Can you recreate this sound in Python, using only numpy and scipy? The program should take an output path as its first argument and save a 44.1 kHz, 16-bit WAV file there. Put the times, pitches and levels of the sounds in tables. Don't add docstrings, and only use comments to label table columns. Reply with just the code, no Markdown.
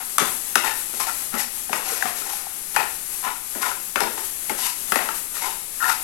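import sys
import numpy as np
from scipy import signal
from scipy.fft import rfft, irfft, next_fast_len
from scipy.io import wavfile
from scipy.ndimage import uniform_filter1d, minimum_filter1d, map_coordinates

SR = 44100
rng = np.random.default_rng(int(sys.argv[2]) if len(sys.argv) > 2 else 0)


def wav_record(signal):
    frames = np.transpose(np.atleast_2d(signal))
    bounded = np.clip(frames, -1, 1)
    quanta = np.round(bounded * 32767).astype(np.int16)
    wavfile.write(sys.argv[1], SR, quanta)


N = 265923

# time in seconds, level in dB.
FRYING = [(0.0, -30.5), (0.16, -33), (0.37, -30.5), (0.86, -31.5), (1.24, -30.5), (1.53, -32), (1.93, -33),
          (2.85, -31.5), (3.12, -31.5), (3.32, -33), (3.79, -33.5), (4.05, -32), (4.3, -33), (4.45, -30),
          (4.75, -32.5), (5.0, -30), (5.62, -33.5), (5.81, -31.5), (6.03, -31.5)]
# start in seconds, rise in dB.
FLARES = [(0.24, 2), (4.225, 3.5), (5.13, 4)]
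# start in seconds, length in seconds, metal scrape in dB,
# ring in dB, ring pitch in Hz, paste drag in dB, wet hiss in dB.
PUSHES = [(0.0, 0.046, -31, -60, 890, -50, -53), (0.178, 0.19, -31.5, -33, 987, -41, -53),
          (0.58, 0.06, -37, -47, 880, -54, -46), (0.625, 0.13, -22.5, -26, 884, -35.5, -33.5),
          (0.913, 0.14, -39.5, -49, 870, -48, -41), (0.993, 0.061, -29, -25.5, 1018, -46, -31.5),
          (1.063, 0.054, -29.5, -29, 890, -45, -35), (1.317, 0.1, -32.5, -47, 784, -47, -40),
          (1.37, 0.1, -30.5, -31.5, 832, -53, -30.5), (1.708, 0.14, -31, -34, 760, -35, -39),
          (1.81, 0.37, -31.5, -33, 751, -42.5, -33.5), (2.058, 0.081, -36.5, -30.5, 776, -57, -46),
          (2.137, 0.19, -38, -46, 774, -42.5, -38.5), (2.235, 0.32, -37, -43, 815, -52, -40),
          (2.74, 0.037, -32.5, -53, 880, -42, -38), (2.768, 0.11, -24, -31, 920, -34, -46),
          (3.223, 0.11, -27, -26, 1000, -44, -41), (3.252, 0.091, -31.5, -30, 930, -41, -51),
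          (3.548, 0.08, -39, -40, 950, -34, -44), (3.607, 0.089, -23, -24.5, 1030, -41, -32),
          (3.656, 0.097, -31, -29, 974, -41, -36.5), (3.992, 0.13, -27.5, -24.5, 938, -27, -47),
          (4.165, 0.072, -32.5, -35, 900, -36.5, -39), (4.486, 0.08, -33, -47, 820, -37, -43),
          (4.565, 0.17, -32.5, -52, 945, -64, -32), (4.623, 0.14, -44, -32, 970, -55, -35),
          (4.943, 0.18, -28.5, -34, 885, -38, -46), (5.335, 0.11, -34.5, -46, 796, -63, -36),
          (5.409, 0.14, -28, -26.5, 903, -38, -34), (5.811, 0.14, -25.5, -29, 954, -42, -37),
          (5.872, 0.089, -27, -30, 910, -50, -32)]
# start in seconds, clack in dB, broad clank in dB against the clack,
# tick in dB against the clack, clack pitch in Hz, clack's time to peak in seconds,
# direct sound on the right in dB.
KNOCKS = [(0.182, 3, -12, -9, 1150, .0018, 5.5), (0.188, -7.5, -2.5, -14, 1120, 0.0023, 0),
          (0.555, 0.5, -7.5, -10.5, 1393, 0.0023, 9.5), (0.559, -8, -8, -12, 780, .0025, 6),
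          (1.001, -19, -6, -9, 1160, 0.002, -4), (1.010, -19, -4.5, -6, 1230, 0.0018, -5),
          (1.069, -18, -5.5, -12, 780, 0.0037, -5), (1.094, -18, -10, -10, 1350, 0.0026, -5),
          (1.34, -25, 2.5, -11, 1280, .003, -5), (1.693, -21.5, -9, -22, 770, 0.0042, -5),
          (1.729, -19, 4.5, -9, 1220, 0.0039, 5), (2.024, -6, -12, -24, 1540, 0.0016, 16),
          (2.031, -18.5, -18, -27, 760, 0.0048, 2), (2.054, -19, 0, -16, 750, 0.0051, -5),
          (2.219, -25.5, -15, -16, 1330, 0.0029, -5), (2.263, -29, -3, -19, 814, 0.0038, -5),
          (2.306, -23, -24, -24, 970, 0.0028, -5), (2.333, -22, -16, -9, 810, 0.0036, -5),
          (2.467, -22, -14, -27, 767, 0.0033, -5), (2.762, -9, -1, -11.5, 1410, 0.0024, 9),
          (2.765, -7.5, -16, -26, 844, 0.0039, 3), (2.771, -16, -8, -31, 820, 0.002, -3),
          (3.550, -31.5, 1.5, -10, 1450, .0022, -5), (3.639, -19, -8.5, -25, 1290, 0.0034, -5),
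          (3.662, -19.5, -2, -22, 1250, 0.0019, -5), (3.714, -17, -18, -22, 1380, 0.0024, -5),
          (3.957, -10.5, 1, -20, 936, 0.0022, 8), (4.004, -18.5, 2.5, 1, 845, 0.0027, 5),
          (4.014, -12.5, -11, -27, 764, 0.0044, -3), (4.495, -16.5, -4, -7, 2115, 0.003, 3),
          (4.499, -15.5, -9.5, -26, 838, 0.0042, -5), (4.92, -10.5, -1, -12, 1350, 0.0025, 12),
          (4.957, -13, 2, -6.5, 1840, 0.0027, 8), (4.989, -17, -5, -22, 1870, 0.002, -5),
          (5.087, -16, -4, -29, 1315, 0.0028, 5), (5.366, -27, -2, -14, 1220, .0022, -3),
          (5.841, -19, -14, -16, 1390, 0.00094, -3), (5.897, -13, -14, -22, 1870, 0.0022, -5),
          (5.899, -15, -8, -24, 837, 0.0032, -5)]
# start in seconds, thump in dB,
# thump pitch in Hz, splat in dB.
PLOPS = [(0.201, -28, 248, -26), (0.211, -21, 400, -26), (0.22, -23.5, 190, -19), (0.557, -22, 400, -22),
         (0.932, -34, 402, -28), (1.338, -23, 229, -27), (1.354, -37, 217, -24.5), (1.703, -29, 243, -27),
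         (1.918, -25, 470, -29), (2.048, -30.5, 240, -30), (3.554, -32, 360, -24.5),
         (3.957, -30, 293, -22.5), (4.015, -19, 426, -19.5), (4.022, -37, 167, -31), (4.502, -26, 259, -27),
         (4.513, -24, 394, -31), (4.519, -27.5, 236, -41), (4.92, -23.5, 232, -19), (4.965, -30, 240, -37),
         (4.957, -22, 505, -19.5)]
# start in seconds, length in seconds,
# level in dB, pitch in Hz.
SINGS = [(0.563, 0.1, -31, 2100), (0.63, 0.16, -27.5, 1820), (1.074, 0.051, -27, 1360),
         (1.334, 0.035, -28.5, 1304), (1.363, 0.07, -27, 1940), (1.724, 0.034, -28, 2530),
         (2.756, 0.097, -24, 2490), (2.77, 0.058, -26, 1290), (3.257, 0.07, -28.5, 1286),
         (3.627, 0.049, -22.5, 1400), (3.964, 0.034, -22, 1420), (4.957, 0.052, -25, 1910),
         (4.627, 0.069, -31, 2880), (4.614, 0.098, -33, 3640), (5.413, 0.067, -31, 2120),
         (5.885, 0.076, -27, 1320)]
# time in seconds, level in dB, mean slips per second.
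CHATTER = [(5.804, -24, 1220), (5.811, -24.5, 1370), (5.832, -16, 1330), (5.865, -22.5, 1410),
           (5.899, -18.5, 1380), (5.931, -26, 1300), (5.945, -60, 2200)]
# frequency in Hz, level in dB, 60 dB decay time in seconds.
PAN_MODES = [(748, -4.5, 0.018), (1016, -1.5, 0.038), (1319, -2, 0.043), (1525, 3.5, 0.0084),
             (1870, 3, 0.012), (2160, -1.5, 0.015), (2640, 5, 0.005), (3710, -5.5, 0.1), (749, -26.5, 0.16),
             (783, -22, 0.25), (1402, -7, 0.16), (1920, -24, 0.13)]
# frequency in Hz, 60 dB decay time in seconds.
KITCHEN_DECAY = [(150, 0.46), (400, 0.6), (1000, 0.4), (2800, 0.53), (7000, 0.37), (14000, 0.28)]

# frequency in Hz, relative level in dB per Hz.
ROOM_TONE_SPECTRUM = [(20, 9.5), (45, -5), (100, -7.5), (200, -5), (500, -10.5), (1000, -15.5), (3000, -62),
                      (10000, -45)]
FLAME_SPECTRUM = [(60, -38), (170, 13.5), (270, 1), (360, 11.5), (560, -23), (1000, -5), (3000, -6)]
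SIZZLE_SPECTRUM = [(100, -17), (300, -11), (600, -15), (800, -10), (1300, -9.5), (3300, -11), (5200, -9),
                   (6500, -5), (8000, -1.5), (10500, 1), (11300, 7), (12600, -2.5), (14500, -10),
                   (15700, -14.5)]
POP_SPECTRUM = [(500, -3), (1500, -8), (3500, 2), (7000, -6), (11300, -25), (15000, -14)]
GRIT_SPECTRUM = [(300, -29.5), (600, -10.5), (800, 8), (1100, -4), (2000, 0.5), (3000, -1), (6000, -27),
                 (12000, -2)]
CRUNCH_SPECTRUM = [(300, -26), (800, 0), (1500, -2.5), (2600, -6.5), (5000, -8), (12000, -21)]
PASTE_SPECTRUM = [(40, -32), (110, -13.5), (175, -12), (230, 5), (295, -3), (400, 5.5), (500, -2.5),
                  (650, 1), (1100, -59), (3000, -74)]
STEAM_SPECTRUM = [(300, -22), (900, -6.5), (2500, 4.5), (3700, 1.5), (5500, 6), (8500, 6), (10400, 5),
                  (11300, 14.5), (12800, 1), (15500, -21)]
TICK_SPECTRUM = [(60, -83), (300, -53), (900, -14), (2500, 3), (3700, 7), (4700, 7), (5500, 8.5), (8500, 8),
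                 (10400, 7.5), (11300, 13.5), (12800, 2), (15500, -23)]
CLANK_SPECTRUM = [(40, -42), (120, -13.5), (400, -8.5), (650, -0.5), (850, 3.5), (1400, 1.5), (2000, 0),
                  (2600, -3.5), (3100, -9), (6000, -13.5), (12000, -23)]
# frequency in Hz, gain in dB.
SQUAWK_SHAPE = [(400, -30), (900, -1), (1400, 2), (1850, 21), (2300, -5), (3500, -13), (8000, -9)]
RIGHT_MICROPHONE = [(60, 1.5), (200, -30), (500, -44), (1200, -34.5), (2400, -31), (4400, -23), (6500, -18),
                    (8300, -11.5), (9800, -20), (11200, -28), (13000, -23.5), (15500, -6)]

FRY_DB = 6.5
FLARE_RISE_S = 0.028
PRESS_SHARE, HOLD_SHARE = 0.19, 0.067
RING_SPLIT, RING_T60_S = 0.011, 0.022
SING_SPLIT, SING_T60_S = 0.025, 0.017
SAG_PER_S = 0.57
CLACK_GLIDE, GLIDE_S = 1, 0.00075
KNOCK_WET_DB, DRIER_PER_DB = -4, 0.2091
ROOM_DELAY_S, ROOM_BUILD_S = 0.004, 0.0024
TOP_HZ = 15850


def amp(db):
    return 10 ** (np.asarray(db) / 20)


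def unit(x):
    return x / np.sqrt(np.mean(x ** 2) + 1e-20)


def peak(x):
    return x / np.abs(x).max()


def steadied(x, size):
    local_power = np.abs(uniform_filter1d(unit(x) ** 2, size=size))
    return x / np.sqrt(local_power + 1e-4) / np.std(x)


def along(points, hz):
    f, v = np.transpose(points)
    return np.interp(np.log(hz + 1), np.log(f + 1), v)


def gains(rows):
    s, *columns = np.transpose(rows)
    now = np.arange(N) / SR
    inside = (now >= s[0]) & (now <= s[-1])
    gate = uniform_filter1d(1.0 * inside, size=400)
    return np.array([gate * amp(np.interp(now, s, column)) for column in columns])


def wobble(rate):
    knots = rng.standard_normal(int(N * rate / SR) + 4)
    return map_coordinates(knots, [np.arange(N) * rate / SR])


def swell(t, rise):
    return t / rise * np.exp(1 - t / rise)


def coloured(x, spectrum):
    m = 2 * next_fast_len(x.shape[-1] // 2 + 4096)
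    cepstrum = irfft(np.log(amp(along(spectrum, np.fft.rfftfreq(m, 1 / SR)))))
    cepstrum[1:m // 2] *= 2
    cepstrum[m // 2 + 1:] = 0
    return irfft(rfft(x, m) * np.exp(rfft(cepstrum)), m)[..., :x.shape[-1]]


def grains(rate, spread_db):
    size = amp(spread_db * np.minimum(rng.exponential(size=N), 3.5))
    arrivals = rng.random(N) < rate / SR
    return unit(arrivals * size * rng.choice([-1, 1], N))


def add(track, s, sound):
    part = track[..., round(s * SR):][..., :sound.shape[-1]]
    part += sound[..., :part.shape[-1]]


def in_kitchen(x, wet_db, right_db=2.5):
    hz, t, z = signal.stft(rng.standard_normal((2, SR * 2 // 3)), SR, nperseg=256)
    decay = amp(-60 * t / along(KITCHEN_DECAY, hz)[:, None])
    tail = signal.istft(z * decay, SR, nperseg=256)[1]
    tail = tail * (1 - np.exp(-np.arange(tail.shape[1]) / SR / ROOM_BUILD_S))
    tail = np.pad(tail / np.linalg.norm(tail[0]), ((0, 0), (round(ROOM_DELAY_S * SR), 0)))
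    echo = signal.oaconvolve(x[None], tail, axes=1)[:, :len(x)]
    return x * amp([[0], [right_db]]) + amp(wet_db) * echo * amp([[0], [5]])


def pan_ring(modes):
    t = np.arange(SR // 3) / SR
    ring = np.zeros(len(t))
    for k, (hz, db, t60) in enumerate(modes):
        ring += (-1) ** k * amp(db - 60 * t / t60) * np.cos(2 * np.pi * hz * t)
    return ring


def bending_wave(spread):
    hz = np.fft.rfftfreq(SR, 1 / SR)
    return irfft(np.exp(-4j * np.pi * spread * np.sqrt(1000 * hz)), SR)[:SR * 2 // 3]


def push(s, length):
    corners = [0, PRESS_SHARE, PRESS_SHARE + HOLD_SHARE, 1]
    return np.interp((np.arange(N) / SR - s) / length, corners, [0, 1, 1, 0])


def ringing(slips, hz, t60, split):
    t = (np.arange(len(slips)) - len(slips) / 2) / SR
    phase = 2 * np.pi * np.cumsum(hz * np.exp(-SAG_PER_S * t)) / SR
    keep = amp(-60 / (t60 * SR))

    def mode(side):
        turn = np.exp(1j * phase * (1 + side * split))
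        return np.real(turn * signal.lfilter([1], [1, -keep], slips / turn))

    return steadied(mode(-1) - mode(1), size=1000)


def room_tone():
    rumble = unit(coloured(rng.standard_normal((2, N)), ROOM_TONE_SPECTRUM))
    flame = unit(coloured(rng.standard_normal((2, N)), FLAME_SPECTRUM))
    return amp(-49.0) * rumble + amp(-52.5) * flame


def sizzle():
    def patch():
        bubbles = coloured(grains(rate=12000, spread_db=-1.0), SIZZLE_SPECTRUM)
        return in_kitchen(bubbles, wet_db=1.0, right_db=-26)

    fizz = unit(patch() + patch()) * amp(1.3 * wobble(14))
    pops = coloured(grains(rate=690, spread_db=6.0) * amp(2.9 * wobble(25)), POP_SPECTRUM)
    sound = fizz + amp(-25.5) * unit(in_kitchen(pops, wet_db=4))
    now = np.arange(N) / SR
    flare_db = sum(db * swell(np.maximum(now - s, 0), FLARE_RISE_S) ** 2 for s, db in FLARES)
    return amp(FRY_DB + flare_db) * gains(FRYING)[0] * unit(sound)


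def stirring():
    catching = amp(1.6 * wobble(80))
    slips = steadied(grains(rate=480, spread_db=2.5) * catching, size=1800)
    crunch = steadied(coloured(grains(rate=110, spread_db=2.0), CRUNCH_SPECTRUM), size=4000)
    scrape = signal.oaconvolve(coloured(slips, GRIT_SPECTRUM), pan_ring(PAN_MODES))[:N]
    grating = steadied(scrape, size=2000) + amp(-7) * crunch
    paste = steadied(coloured(grains(rate=630, spread_db=2.0), PASTE_SPECTRUM), size=2000)
    puffs = grains(rate=4300, spread_db=0.0) * catching ** 1.6
    steam = steadied(coloured(puffs, STEAM_SPECTRUM), size=1500)
    track = np.zeros(N)
    for s, length, scrape_db, ring_db, hz, drag_db, wet_db in PUSHES:
        force = push(s, length)
        on = np.flatnonzero(force)
        ring = ringing(slips[on], hz, RING_T60_S, RING_SPLIT)
        metal = amp(scrape_db) * grating[on] + amp(ring_db - 2.5) * ring
        wet = amp(drag_db - 1.5) * paste[on] + amp(wet_db + 9.0) * steam[on]
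        track[on] += force[on] * (metal + wet)
    return in_kitchen(track, wet_db=-5.0)


def knocks():
    track = np.zeros((2, N))
    t = np.arange(SR * 2 // 3) / SR

    def burst(rise):
        return rng.standard_normal(len(t)) * swell(t, rise)

    wave, modes = bending_wave(spread=0.0025), pan_ring(PAN_MODES)
    sinking = t + CLACK_GLIDE * GLIDE_S * (1 - np.exp(-t / GLIDE_S))
    for s, db, clank_db, tick_db, hz, clack_s, right_db in KNOCKS:
        tick = peak(coloured(burst(rise=0.0012), TICK_SPECTRUM))
        clack = swell(t, clack_s) ** 2 * np.sin(2 * np.pi * hz * sinking)
        clank = peak(coloured(wave + 0.12 * burst(rise=0.0025), CLANK_SPECTRUM))
        ring = peak(signal.fftconvolve(clank, modes)[:len(t)])
        strike = amp(clank_db + 6.5) * (clank + amp(-19.0) * ring) + amp(tick_db + 11) * tick
        wet_db = KNOCK_WET_DB - DRIER_PER_DB * db
        roomy = in_kitchen(strike + amp(-9.0) * clack, wet_db=wet_db, right_db=right_db)
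        beamed = amp(-4.0) * clack * amp([[0], [right_db]])
        add(track, s, amp(db) * (roomy + beamed))
    return track


def plops():
    track = np.zeros(N)
    t = np.arange(SR // 4) / SR
    for s, thump_db, hz, splat_db in PLOPS:
        thump = swell(t, rise=0.0051) * np.sin(2 * np.pi * hz * t)
        noise = rng.standard_normal(len(t)) * swell(t, rise=0.0058)
        splat = peak(coloured(noise, PASTE_SPECTRUM))
        add(track, s, amp(thump_db) * thump + amp(splat_db) * splat)
    return in_kitchen(track, wet_db=-8.0)


def singing():
    slips = grains(rate=1500, spread_db=1.5)
    track = np.zeros(N)
    for s, length, db, hz in SINGS:
        force = push(s, length)
        on = np.flatnonzero(force)
        track[on] += amp(db) * force[on] * ringing(slips[on], hz, SING_T60_S, SING_SPLIT)
    return in_kitchen(track, wet_db=-10.5)


def chatter():
    s, _, slips = np.transpose(CHATTER)
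    rate = np.interp(np.arange(N) / SR, s, slips) * np.exp(0.11 * wobble(600))
    force = np.cumsum(rate / SR) % 1 - .5
    squawk = signal.fftconvolve(coloured(force, SQUAWK_SHAPE), pan_ring(PAN_MODES))[:N]
    level = amp(1.0) * gains(CHATTER)[0]
    return in_kitchen(level * steadied(squawk, size=500), wet_db=-21)


def scene():
    left, right = sizzle() + stirring() + singing() + chatter() + knocks() + plops()
    return np.array([left, coloured(right, RIGHT_MICROPHONE)]) + room_tone() * amp([[0], [-7]])


def record(dry):
    needed = np.minimum(1, 1.38 / (np.abs(dry) + 1e-9))
    gain = uniform_filter1d(minimum_filter1d(needed, size=800, origin=-20), size=160)
    held = np.clip(dry * gain, -1, 1)
    m = next_fast_len(N + 4096)
    passed = np.fft.rfftfreq(m, 1 / SR) < TOP_HZ
    return irfft(rfft(held, m) * passed, m)[:, :N]


dry = scene()
out = record(dry)
wav_record(out)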